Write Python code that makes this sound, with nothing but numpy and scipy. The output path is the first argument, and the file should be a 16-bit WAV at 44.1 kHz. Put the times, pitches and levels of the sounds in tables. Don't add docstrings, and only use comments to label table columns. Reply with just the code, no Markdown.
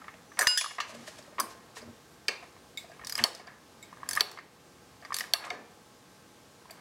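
import sys
import numpy as np
from scipy import signal
from scipy.io import wavfile
from scipy.ndimage import uniform_filter1d

SR = 44100
rng = np.random.default_rng(int(sys.argv[2]) if len(sys.argv) > 2 else 0)


def gain_from_decibels(decibels):
    exponent = np.asarray(decibels, float) / 20
    return 10 ** exponent


def dump(signal):
    limited = np.clip(np.atleast_2d(signal).T, -1, 1)
    pcm = np.round(limited * 32767).astype(np.int16)
    wavfile.write(sys.argv[1], SR, pcm)


N = 300188

# (time [s], peak level [dB])
SLAMS = [
    (3.2389, -7),
    (4.2076, -7),
    (5.336, -8.5),
]
# (time [s], peak level [dB], strongest ring [Hz], treble level [dB], ring level [dB])
PAWL_CLICKS = [(3.047, -34, 5200, -22, -21), (3.07, -26.5, 4600, -9, -10), (3.096, -25, 4730, -4, -10),
               (3.1236, -23, 4870, 5, 3), (3.1533, -20.5, 5020, -2, 6), (3.178, -25.5, 5020, -3, -6),
               (4.0894, -19.5, 7200, 9, -9.5), (4.11, -22, 8000, 4, -7), (4.132, -23, 4600, -8, -12),
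               (4.152, -24, 5200, 0.5, -14), (4.162, -24, 5260, 13, -10.5), (5.128, -37, 4600, -17, -7),
               (5.1429, -21, 4470, -9, -12), (5.1658, -23, 4600, 18, -7), (5.186, -23.5, 5500, 17, -8),
               (5.1967, -26, 5530, -2, -28), (5.207, -29.5, 5600, -9, -18)]
# (frequency [Hz], level [dB], t60 [s])
CAN_MODES = [(440, -31.5, 0.48), (712, -4, 0.056), (1060, 9, 0.016), (1210, 3, 0.054), (1680, 9.5, 0.021),
             (1830, 3.5, 0.045), (2135, 4, 0.033), (2730, -31, 0.055)]


def evened(x):
    return x / np.sqrt(np.mean(x ** 2) + 1e-20)


def read(points, hz):
    f, value = np.transpose(points)
    return np.interp(np.log(hz + 1), np.log(f + 1), value)


def add(mix, s, sound):
    part = mix[..., round(s * SR):][..., :sound.shape[-1]]
    part += sound[..., :part.shape[-1]]


def cut(x, hz, kind):
    return signal.sosfilt(signal.butter(2, hz, kind, fs=SR, output="sos"), x)


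def band(x, lo_hz, hi_hz):
    return evened(cut(x, [lo_hz, hi_hz], "bandpass"))


def ring(modes, seconds, scatter_db=0., detune=0.):
    hz, db, t60 = np.transpose(modes)[:, :, None]
    chance = rng.standard_normal((2, len(modes), 1))
    t = np.arange(round(seconds * SR)) / SR
    phase = 2 * np.pi * hz * (1 + detune * chance[1]) * t
    decay_db = -60 * t / np.clip(t60, .001, 3)
    return (gain_from_decibels(db + scatter_db * chance[0] + decay_db) * np.cos(phase)).sum(0)


def strike(db, body, contact_ms, rise_ms, hz, ring_db, ring_ms):
    n, wall_blur_ms = 4000, 1.0
    ms = 1000 * np.arange(n) / SR
    chatter = rng.standard_normal(n) * gain_from_decibels(1.0 * rng.standard_normal(n))
    pressure = (1 - np.exp(-ms / max(rise_ms, .01))) * np.exp(-ms / max(contact_ms, .05))
    wash = signal.fftconvolve(chatter * pressure, body)[:n]
    swell = ms / max(ring_ms, .1)
    tone = swell * np.exp(1 - swell) * np.sin(2 * np.pi * hz * ms / 1000)
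    blurred = np.pad(body, (0, n - len(body))) * np.exp(-ms / wall_blur_ms)
    spread = blurred * np.linalg.norm(wash) / np.linalg.norm(blurred)
    tone_db = ring_db + np.array([[0], [-15]])
    sound = np.array([wash, spread]) / abs(wash).max() + gain_from_decibels(tone_db) * tone
    return gain_from_decibels(db) * sound / abs(sound[0]).max()


def shiver(n, span):
    drift = uniform_filter1d(rng.standard_normal(n), size=span)
    return .75 + .5 * evened(uniform_filter1d(drift, size=span))


def swelling(db, length_s):
    return gain_from_decibels(db) * np.hanning(round(length_s * SR))


def steel(blows, modes, ring_ms):
    # (frequency [Hz], level [dB], t60 [s])
    treble_modes = [(8800, 18.5, 0.00066), (11200, 9.5, 0.0044), (12400, 1.5, 0.0033),
                    (13800, -36, 0.00144)]
    out = np.zeros((2, N))
    for s, db, hz, treble_db, contact_ms, ring_db in blows:
        body = ring(modes, .09, 0.17, 0.042)
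        body = body + gain_from_decibels(treble_db + 15.0) * ring(treble_modes, .09, 2.5, .07)
        add(out, s, strike(db, body, contact_ms, 0.051, hz, ring_db, ring_ms))
    return cut(out, 1990, "highpass")


def ratchet():
    # (frequency [Hz], level [dB], t60 [s])
    head_modes = [(3650, 8.5, 0.012), (4470, 2.5, 0.028), (5020, 24.5, 0.014), (5900, 16.5, 0.013),
                  (7220, 9.5, 0.0072), (8200, 0.5, 0.014)]
    # (frequency [Hz], level [dB], t60 [s])
    drive_modes = [(2730, -31, 0.0011), (3350, 17.5, 0.0088), (3700, -16, 0.0037), (5200, -3, 0.0064),
                   (5500, -6.5, 0.011), (8060, 0, 0.0088)]
    # (time [s], peak level [dB], strongest ring [Hz], treble level [dB], contact [ms])
    clank_rows = [(0.3903, -18, 5900, -4, 4.1), (0.41, -16, 8060, -2, 5), (0.422, -20.5, 6200, 24, 17),
                  (0.431, -30, 7600, 3, 3.6), (0.4712, -10.5, 4940, -47, 3.6), (0.574, -12, 5020, -26, 11),
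                  (0.582, -29, 3420, -34, 3.4), (0.804, -24, 3480, -45, 2.7), (1.3989, -19.5, 9730, 1, 5),
                  (2.2826, -23.5, 4650, -38, 5.8), (3.349, -29, 5330, -22, 2.7),
                  (4.1955, -31, 4700, -20, 7.5), (4.314, -33, 4300, -1, 3.9),
                  (5.5034, -31.5, 4500, -51, 1.9), (6.708, -36.5, 7720, 2, 4.6)]
    # (time [s], peak level [dB])
    play_rows = [
        (1.225, -49),
        (1.818, -44),
        (2.8903, -53),
        (2.9153, -50),
        (3.395, -44),
        (3.471, -38.5),
        (4.387, -40.5),
        (5.016, -51),
        (5.0495, -40),
    ]
    # time, peak dB, ring Hz, treble dB, contact ms, ring dB
    pawl = [(s, db, hz, treble_db, 3.45, ring_db) for s, db, hz, treble_db, ring_db in PAWL_CLICKS]
    clanks = [(*row, -10.5) for row in clank_rows]
    play = [(*row, 4600, -35, 4.5, -2.5) for row in play_rows]
    slams = [(s, db - 2, 4470, -12, 1.1, -5.5) for s, db in SLAMS]
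    return steel(pawl + clanks + play, head_modes, 1.3) + steel(slams, drive_modes, 0.33)


def ticks():
    # (time [s], peak level [dB], centre [Hz], length [ms])
    contacts = [(0.082, -49, 3580, 1.7), (0.141, -56.5, 2200, 2.2), (0.371, -43, 3500, 1.3),
                (0.382, -43.5, 1590, 3), (0.3915, -13, 7400, 1.7), (0.4118, -24.5, 8500, 1.5),
                (0.4187, -16, 7050, 1.7), (0.4715, -1.5, 4370, 0.76), (0.4732, -15, 2030, 0.82),
                (0.514, -22, 1990, 3), (0.611, -17, 5500, 8.7), (0.8027, -18.5, 2350, 1.3),
                (1.384, -35, 1800, 1.5), (1.39, -35, 2930, 2.3), (1.4057, -26.5, 1480, 1.2),
                (2.2826, -17.5, 4230, 3.2), (2.284, -47, 1370, 3.7), (3.189, -22.5, 2480, 3.3),
                (3.24, -12, 4530, 0.5), (4.2076, -16, 4640, 0.29), (5.336, -18, 4540, 0.5),
                (5.504, -33, 4340, 1.5), (3.239, -20, 8900, 3.6), (4.2067, -28, 9100, 1.6),
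                (5.336, -22, 8900, 1.5), (5.451, -32, 6000, 3)]
    # (level under the click [dB], centre [Hz], length [ms])
    tooth_scrape = [(-13, 2360, 2.15), (-4, 6700, 1.6)]
    scrapes = [(s, db + down_db, *rest) for s, db, *_ in PAWL_CLICKS for down_db, *rest in tooth_scrape]
    out, ms = np.zeros((2, N)), 1000 * np.arange(1500) / SR
    for s, db, hz, length_ms in contacts + scrapes:
        push = rng.standard_normal(1500) * np.exp(-ms / max(length_ms, .1))
        push[0] = 4
        burst = band(push, hz * 0.56, min(hz * 1.33, 18000))
        add(out, s, gain_from_decibels(db) * burst / abs(burst).max() * np.ones((2, 1)))
    return out


def pings():
    # (time [s], frequency [Hz], level [dB], t60 [s])
    lone_modes = [(.3908, 13000, -32, .05), (.3908, 8200, -23, .03), (.418, 13000, -38, .06),
                  (.422, 10800, -35, .05), (.8036, 1960, -21.5, 0.012), (.806, 3450, -35, 0.049),
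                  (.806, 4060, -39.5, 0.082), (.808, 6770, -39, 0.06), (1.3995, 9530, -28.5, 0.023),
                  (1.3995, 7900, -34, 0.056), (1.4, 1675, -31, 0.058), (1.402, 9260, -43, 0.22),
                  (2.775, 3526, -45.5, .12), (4.09, 4870, -29, 0.019), (4.132, 4480, -31, 0.022),
                  (4.112, 1620, -34, 0.044), (5.207, 2930, -33, .03), (.4725, 13030, -34, .04),
                  (.575, 5242, -22, 0.097), (.575, 3200, -21.5, 0.061), (0.576, 3470, -21, 0.094),
                  (.582, 1832, -20, .06), (.576, 7800, -25, 0.11), (0.581, 6896, -24, .08),
                  (0.597, 3200, -30, 0.045), (.61, 3310, -26, 0.054), (1.77, 444, -47.5, 0.18),
                  (1.822, 625, -44.5, 0.08), (2.2826, 4790, -20.5, 0.019), (2.283, 8000, -33, 0.018),
                  (2.284, 1200, -40, 0.035), (2.283, 3119, -22.5, 0.017), (2.287, 4660, -30, 0.022),
                  (2.285, 2700, -33, 0.093), (2.287, 2210, -36, 0.13), (4.168, 9800, -41, .07),
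                  (4.112, 6240, -39.5, 0.091), (5.34, 2750, -38, 0.21), (5.5025, 4630, -26, 0.01),
                  (5.5032, 3700, -30, .02), (5.506, 718, -31.5, 0.094), (5.508, 2380, -52.5, .5),
                  (5.508, 4285, -57, 0.33), (5.51, 424, -50, 0.3), (5.51, 483, -42.5, 0.32)]
    # (frequency [Hz], level under the slam [dB], t60 [s])
    crack_modes = [(3210, -5.5, 0.0097), (4480, -1, 0.018), (5450, -7.5, 0.0093), (5810, -13, 0.019),
                   (8000, -16.5, 0.0084), (11240, -16.5, 0.0071)]
    cracks = [(s, hz, db + down_db, t60) for s, db in SLAMS for hz, down_db, t60 in crack_modes]
    out, t, rise_cycles = np.zeros(N), np.arange(12000) / SR, 1
    for s, hz, db, t60 in lone_modes + cracks:
        rise = 1 - np.exp(-hz * t / rise_cycles)
        decay = gain_from_decibels(db - 60 * t / np.clip(t60, .002, .7))
        add(out, s, rise * decay * np.sin(2 * np.pi * hz * t))
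    return out


def bar():
    # (frequency [Hz], level [dB], t60 [s])
    free_modes = [(1475, -17.5, .7), (2850.4, -14, .9), (2855.7, -14, .9), (4991, -1, .42), (7555, -16, .5),
                  (10461, -13, .26), (13030, -30, .22)]
    # (frequency [Hz], level [dB], t60 [s])
    held_modes = [(1680, -1, .12), (2853, -8, .6), (3413, -3, .2), (5001, -8, .25), (6094, -8, .25),
                  (6896, -6, .4), (7913, -5, .16), (9329, -7, .15), (10476, -4, .2), (10561, 2, .26),
                  (10534, -5, .38), (13040, -20, .22), (15080, -21, .25)]
    struck_s, caught_s = 0.4722, .575
    free_db, left_db, held_db = -11, -16, -27
    out = np.zeros(N)
    free = ring(free_modes, .6)
    t = struck_s + np.arange(len(free)) / SR
    caught = np.clip((t - caught_s) / 0.0069, 0, 1)
    rise = np.clip((t - struck_s) / 0.025 + .3, 0, 1)
    level_db = free_db + left_db * caught - 60 * caught * (t - caught_s) / .5
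    add(out, struck_s, gain_from_decibels(level_db) * rise * free)
    add(out, caught_s, gain_from_decibels(held_db) * ring(held_modes, 0.19))
    return out


def knocks():
    # (time [s], peak level [dB], strongest ring [Hz], ring level [dB])
    case_knocks = [(0.141, -45.5, 630, 6), (0.894, -37, 624, 3), (0.922, -38.5, 627, 6),
                   (0.947, -39, 604, 16), (1.078, -37, 618, 13), (1.189, -43.5, 600, 11),
                   (1.276, -47, 577, 16), (1.324, -46, 597, 18), (1.824, -37.5, 440, 11),
                   (2.424, -38.5, 708, -8), (2.841, -43.5, 674, 5), (2.896, -44, 670, 9),
                   (2.915, -40.5, 685, -5), (3.246, -22, 702, -5), (3.395, -34.5, 730, -6),
                   (3.473, -33, 708, -7), (5.023, -39.5, 706, -5), (5.336, -23.5, 692, -6.5),
                   (5.53, -37, 474, -4), (6.706, -42.5, 655, 1)]
    # (time [s], peak level [dB], strongest ring [Hz], ring level [dB])
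    wall_knocks = [(0.018, -39, 1290, 9), (0.081, -30.5, 1270, -4.5), (0.317, -40.5, 1210, -3.5),
                   (0.643, -18.5, 1210, 3.5), (0.66, -22, 1160, 24), (0.708, -28.5, 1160, -9),
                   (0.783, -20, 1100, -7), (0.8033, -17, 1210, -0.5), (1.382, -24.5, 1120, -4),
                   (1.392, -21, 1160, 5), (1.4, -21, 1100, 16), (1.404, -24.5, 1230, 15),
                   (2.564, -45.5, 1050, -3), (2.994, -38.5, 1210, -2), (3.013, -38.5, 1290, -9),
                   (3.18, -25, 1160, -2), (3.927, -36.5, 1050, 5), (3.97, -44, 1160, 1),
                   (4.031, -28, 1103, 7.5), (4.165, -26.5, 1070, -4), (4.196, -27, 1070, -17),
                   (4.207, -22, 1340, -6), (4.373, -30, 1180, -5), (4.387, -28, 1250, -3.5),
                   (5.049, -32.5, 1190, -8), (5.105, -30, 1130, 9), (5.121, -21.5, 1130, 4.5),
                   (5.447, -28, 1210, -5), (5.468, -33, 1080, 4), (6.655, -44.5, 1020, 6)]
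    # (time [s], peak level [dB], strongest ring [Hz], ring level [dB])
    end_knocks = [(0.042, -40.5, 1960, -2.5), (0.372, -34.5, 1830, -4), (0.3905, -14.5, 1800, 2),
                  (0.41, -13.5, 1770, 13), (0.417, -13.5, 1730, 10), (0.427, -13.5, 1700, 4.5),
                  (0.445, -23, 1550, 15.5), (0.469, -7.5, 1800, 6), (0.574, -14.5, 1680, 32),
                  (0.611, -15.5, 2430, 2.5), (1.077, -38, 1830, 10), (1.768, -33, 1740, -19),
                  (2.2832, -16.5, 2410, -1), (3.036, -35.5, 1830, -13), (3.193, -18.5, 1890, -3),
                  (3.238, -22, 2160, -5), (4.173, -15, 1803, 2), (5.207, -23, 1910, 1),
                  (5.239, -31, 1750, 0), (5.44, -27, 1610, -15), (5.504, -20, 2245, -2),
                  (6.698, -39.5, 2380, -10)]
    teeth = [(s, db - 11.5, 1800, -1) for s, db, *_ in PAWL_CLICKS]
    kinds = [(case_knocks, 13), (wall_knocks, 5.44), (end_knocks, 4.86), (teeth, 4.7)]
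    out = np.zeros((2, N))
    for blows, contact_ms in kinds:
        for s, db, hz, ring_db in blows:
            body = ring(CAN_MODES, .09, 4.0, 0.013)
            add(out, s, strike(db, body, contact_ms, 0.14 * contact_ms, hz, ring_db, 0.27 * contact_ms))
    return cut(cut(out, 536, "highpass"), 3100, "lowpass")


def socket():
    # (time [s], peak level [dB])
    taps = [
        (2.774, -25.5),
        (3.8272, -37),
    ]
    # (frequency [Hz], level [dB], t60 [s])
    socket_modes = [(2277, -2, .045), (3690, -8, .045), (3800, -14, .11), (4900, -5, .004),
                    (6675, -22, .05), (7311, -13, .08), (7881, -11, .05), (13300, -12, .015)]
    out = np.zeros((2, N))
    for s, db in taps:
        add(out, s, strike(db, ring(socket_modes, .09), 0.71, 0.013, 2217, -5.5, 3.7))
    return cut(out, 2000, "highpass")


def handle_and_panels():
    # (frequency [Hz], level [dB], t60 [s])
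    handle_modes = [(3390, -43, .3), (4335, -44, .3), (4480, -43, .5), (4900, -45, .25), (2230, -41, .25),
                    (7520, -48, .3)]
    # (time [s], frequency [Hz], level [dB], t60 [s])
    panel_modes = [(0.392, 6010, -31, 0.38), (.391, 7020, -28, 0.19), (.391, 8300, -32, .12),
                   (.391, 750, -31, 0.18), (.578, 5200, -36, 0.59), (.578, 3380, -36, 0.51),
                   (2.284, 1212, -34, 0.072), (2.289, 482, -36.5, 0.17), (0.805, 5960, -45, 0.3),
                   (1.4, 1059, -39.5, 0.53), (1.4, 4760, -27.5, 0.055), (1.4, 6030, -31.5, 0.074),
                   (1.4, 9650, -45, 0.22), (2.285, 4400, -40, 0.22), (2.285, 2390, -38, 0.36),
                   (2.285, 1700, -45, .25), (3.479, 1723, -53, 0.5), (5.508, 1750, -45.5, 0.53)]
    out = np.zeros(N)
    for s, db in SLAMS:
        tail = gain_from_decibels(3) * ring(handle_modes, .4, 1.5, .004)
        add(out, s, gain_from_decibels(db) * tail * shiver(len(tail), span=150))
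    for s, *mode in panel_modes:
        tail = ring([mode], .35)
        add(out, s, tail * shiver(len(tail), span=80))
    return out


def thumps():
    # (time [s], peak level [dB], push [ms])
    landings = [
        (0.381, -60, 6),
        (0.469, -48, 4),
        (1.391, -39, 1.8),
        (2.282, -41.5, 1.4),
        (3.012, -56, 3.3),
        (3.238, -33.5, 1.4),
        (4.208, -36, 1.2),
        (5.517, -41, 2.3),
    ]
    out, t = np.zeros(N), np.arange(6000) / SR
    for s, db, push_ms in landings:
        u = 1000 * t / max(push_ms, .3)
        push = 0.5 * u * (2 - u) * np.exp(-u)
        rumble = band(rng.standard_normal(6000), 323, 910) * gain_from_decibels(-60 * t / 0.27)
        add(out, s, gain_from_decibels(db) * (push + 0.79 * rumble))
    return out


def scuffs():
    # (middle [s], level [dB], length [ms])
    skids = [
        (.9, -50, 77),
        (0.951, -49.5, 31),
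        (1.081, -46, 48),
        (1.188, -49.5, 23.5),
        (1.509, -53.5, 76),
        (1.776, -48, 69),
        (2.44, -62.5, 21),
        (5.454, -50, 44),
    ]
    out = np.zeros(N)
    for s, db, ms in skids:
        n = round(ms * SR / 1000)
        grit = band(rng.standard_normal(4000) * gain_from_decibels(0.79 * rng.standard_normal(4000)), 980, 7500)
        add(out, s - ms / 2000, gain_from_decibels(db) * grit[:n] * np.hanning(n)[:4000])
    return out


def wisps():
    # (middle [s], level [dB], length [s], centre [Hz])
    brushes = [
        (2.13, -71.5, .12, 12000),
        (5.469, -56, .012, 10000),
        (3.183, -44, .01, 12500),
        (5.21, -42, .012, 5000),
        (.568, -56, .02, 10000),
        (.64, -44, .18, 4400),
        (3.256, -36, .012, 4500),
        (3.27, -46, .08, 9000),
        (.812, -40, .03, 5000),
        (.142, -50, .008, 2500),
    ]
    out = np.zeros(N)
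    for s, db, length, hz in brushes:
        hiss = band(rng.standard_normal(9000), hz * .7, hz * 1.1)
        swell = swelling(db, length)
        add(out, s - length / 2, hiss[:len(swell)] * swell)
    return out


def hands():
    # (time [s], effort [dB])
    effort_points = [(0.0, 8), (0.3, -4), (0.55, -8), (0.87, 11.5), (1.3, 5), (2.03, -3), (2.54, -4),
                     (2.9, -2), (3.27, 5), (3.5, 12), (3.66, -7), (4.3, 19), (4.49, -4), (5.08, -3.5),
                     (5.5, 14), (5.7, -5.5), (6.6, -5.5), (6.8, 7.5)]
    # (middle [s], level [dB], length [s])
    rub_strokes = [
        (0.6, -44, 0.52),
        (1.038, -60.5, 0.68),
        (3.199, -47, 0.11),
        (3.357, -56, 0.18),
        (4.29, -57, 0.27),
        (5.2, -63, 0.15),
        (5.447, -64, 0.24),
    ]
    # (middle [s], level [dB], length [s])
    grinds = [
        (0.425, -30, 0.11),
        (0.667, -67, 0.079),
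        (5.436, -45, 0.22),
    ]
    effort_db = np.interp(np.arange(N) / SR, *np.transpose(effort_points))
    thud = band(rng.standard_normal(N), 54.0, 397)
    slips = rng.standard_normal(N) * (rng.random(N) < 500 / SR)
    rattle = band(signal.oaconvolve(slips, ring(CAN_MODES, .1))[:N], 280, 2170)
    rattle = rattle + 1.15 * band(rng.standard_normal(N), 475, 1560)
    grain = gain_from_decibels(0.96 * evened(uniform_filter1d(rng.standard_normal(N), 150)))
    rub = band(grain * rng.standard_normal(N), 1670, 7600)
    strokes = np.full(N, gain_from_decibels(-67.5))
    for s, db, length in rub_strokes:
        add(strokes, s - length / 2, swelling(db, length))
    shake = gain_from_decibels(-65 + 0.84 * effort_db)
    for s, db, length in grinds:
        add(shake, s - length / 2, swelling(db, length))
    return gain_from_decibels(-60 + 0.22 * effort_db) * thud + shake * evened(rattle) + strokes * rub


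def frame():
    # (from [s], to [s], level [dB])
    leans = [
        (0.899, 1.064, -49),
        (1.798, 1.963, -50.5),
        (3.195, 3.252, -41),
    ]
    tube_hz = 233.4
    out = np.zeros(N)
    for start, end, db in leans:
        n = round((end - start) * SR)
        grip = gain_from_decibels(1.1 * evened(uniform_filter1d(rng.standard_normal(16000), size=500))[:n])
        tone = np.sin(2 * np.pi * tube_hz * np.arange(n) / SR)
        rub = 0.52 * band(rng.standard_normal(16000), 63, 590)[:n]
        add(out, start, gain_from_decibels(db) * grip * (tone + rub) * signal.windows.tukey(n, .6))
    return out


def rocking():
    # (middle [s], level [dB], length [s], centre [Hz])
    rocks = [
        (1.429, -52, 0.096, 220),
        (2.333, -56, 0.076, 400),
        (1.05, -69, .4, 136),
        (1.863, -57, 0.19, 99),
        (3.02, -55, 0.053, 70),
        (3.21, -49, .06, 120),
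        (4.095, -63.5, .62, 80),
        (4.903, -66, .5, 79),
        (5.597, -55, 0.19, 275),
    ]
    out = np.zeros(N)
    for s, db, length, hz in rocks:
        swell = swelling(db, length)
        rumble = band(rng.standard_normal(30000), hz * 0.8, hz * 1.25)[2000:]
        add(out, s - length / 2, rumble[:len(swell)] * swell)
    return out


def deep_boom():
    out, push_ms = np.zeros(N), 5
    u = 1000 * np.arange(4000) / SR / push_ms
    add(out, .47, gain_from_decibels(-30) * u * np.exp(1 - u))
    return out


def sliding_whistle():
    out = np.zeros(N)
    end_s, length_s, hz, width_hz, db = .385, .16, 6000, 500, -63
    n = round(length_s * SR)
    squeak = band(rng.standard_normal(12000), hz - width_hz / 2, hz + width_hz / 2)[:n]
    add(out, end_s - length_s, gain_from_decibels(db) * squeak * np.linspace(0, 1, n))
    return out


def garage(x):
    # (frequency [Hz], t60 [s])
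    room_t60 = [(200, 0.97), (1000, 0.5), (4000, 0.4), (12000, 0.24)]
    out, t = np.zeros(N), np.arange(N) / SR
    for k in range(3):
        echoes = np.zeros(SR // 2)
        at = np.arange(160, SR // 2 - 20, 20)
        echoes[at + rng.integers(0, 20, len(at))] = rng.choice([-1., 1.], len(at))
        hz, lag, z = signal.stft(echoes, SR, nperseg=256)
        tail = signal.istft(z * gain_from_decibels(-60 * lag / read(room_t60, hz)[:, None]), SR, nperseg=256)[1]
        turn = np.sqrt(2 / 3) * np.cos(2 * np.pi * (7 * t + k / 3))
        out += signal.fftconvolve(x * turn, tail / np.linalg.norm(tail))[:N]
    return out


def air():
    # (frequency [Hz], level per Hz [dB])
    hiss_colour = [(15, -45), (25, -31), (76, -28.5), (245, -30), (273, -40.5), (483, 9.5), (669, 12),
                   (854, 8.5), (1980, 2), (5130, 1), (13300, -7.5), (15200, -11.5), (16500, -11)]
    # (frequency [Hz], level [dB])
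    hum_tones = [(80.7, -114), (479.1, -70.5), (839.8, -72.5), (1082, -74), (1200, -79), (1319, -77),
                 (1561, -74.5), (1680, -109)]
    frames, hz = N // 256 + 5, np.fft.rfftfreq(1024, 1 / SR)
    a, b, patches = rng.standard_normal((frames, 513, 3)).T
    patches = evened(uniform_filter1d(uniform_filter1d(patches, 12, 0), 14, 1))
    z = (a + 1j * b) * gain_from_decibels(read(hiss_colour, hz)[:, None] + 1.0 * patches)
    hiss = evened(signal.istft(z, nperseg=1024, noverlap=768)[1][:N])
    t, hum = np.arange(N) / SR, np.zeros(N)
    for f, db in hum_tones:
        hum += gain_from_decibels(db) * np.sqrt(2) * np.sin(2 * np.pi * (f * t + rng.random()))
    return gain_from_decibels(-62.5) * hiss + hum


def scene():
    pings_to_walls_db, walls_db = -5.5, -7.0
    bright = ratchet() + socket() + scuffs() + ticks()
    bright = bright + pings() * gain_from_decibels(np.array([[0], [pings_to_walls_db]]))
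    dull = knocks() + thumps()
    near = bright[0] + dull[0] + bar() + handle_and_panels() + hands() + frame()
    near = near + rocking() + deep_boom() + sliding_whistle()
    heard = near + garage(gain_from_decibels(walls_db) * (bright[1] + dull[1]))
    return (cut(heard, 15000, "lowpass") + air() + wisps())[None]


def low_pass(x):
    return signal.sosfilt(signal.butter(12, 16820, fs=SR, output="sos"), x)


def record(dry):
    heard = cut(dry, 78, "highpass")
    power_db = 10 * np.log10(abs(uniform_filter1d(heard[0] ** 2, 400)) + 1e-12)
    fall_db = np.arange(N) * 20.3 / SR
    held_db = np.maximum.accumulate(power_db + fall_db) - fall_db
    over_db = np.maximum(held_db + 26.5, 0)
    late_db = np.concatenate([np.zeros(600), uniform_filter1d(over_db, 400)[:-600]])
    x = heard / gain_from_decibels(0.7 * late_db)
    limited = 0.57 * np.tanh(x / 0.5) + 0.061 * x ** 2
    treble_edge = signal.ellip(8, .3, 38, 15900, fs=SR, output="sos")
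    return low_pass(signal.sosfilt(treble_edge, limited))


dry = scene()
out = record(dry)
dump(out)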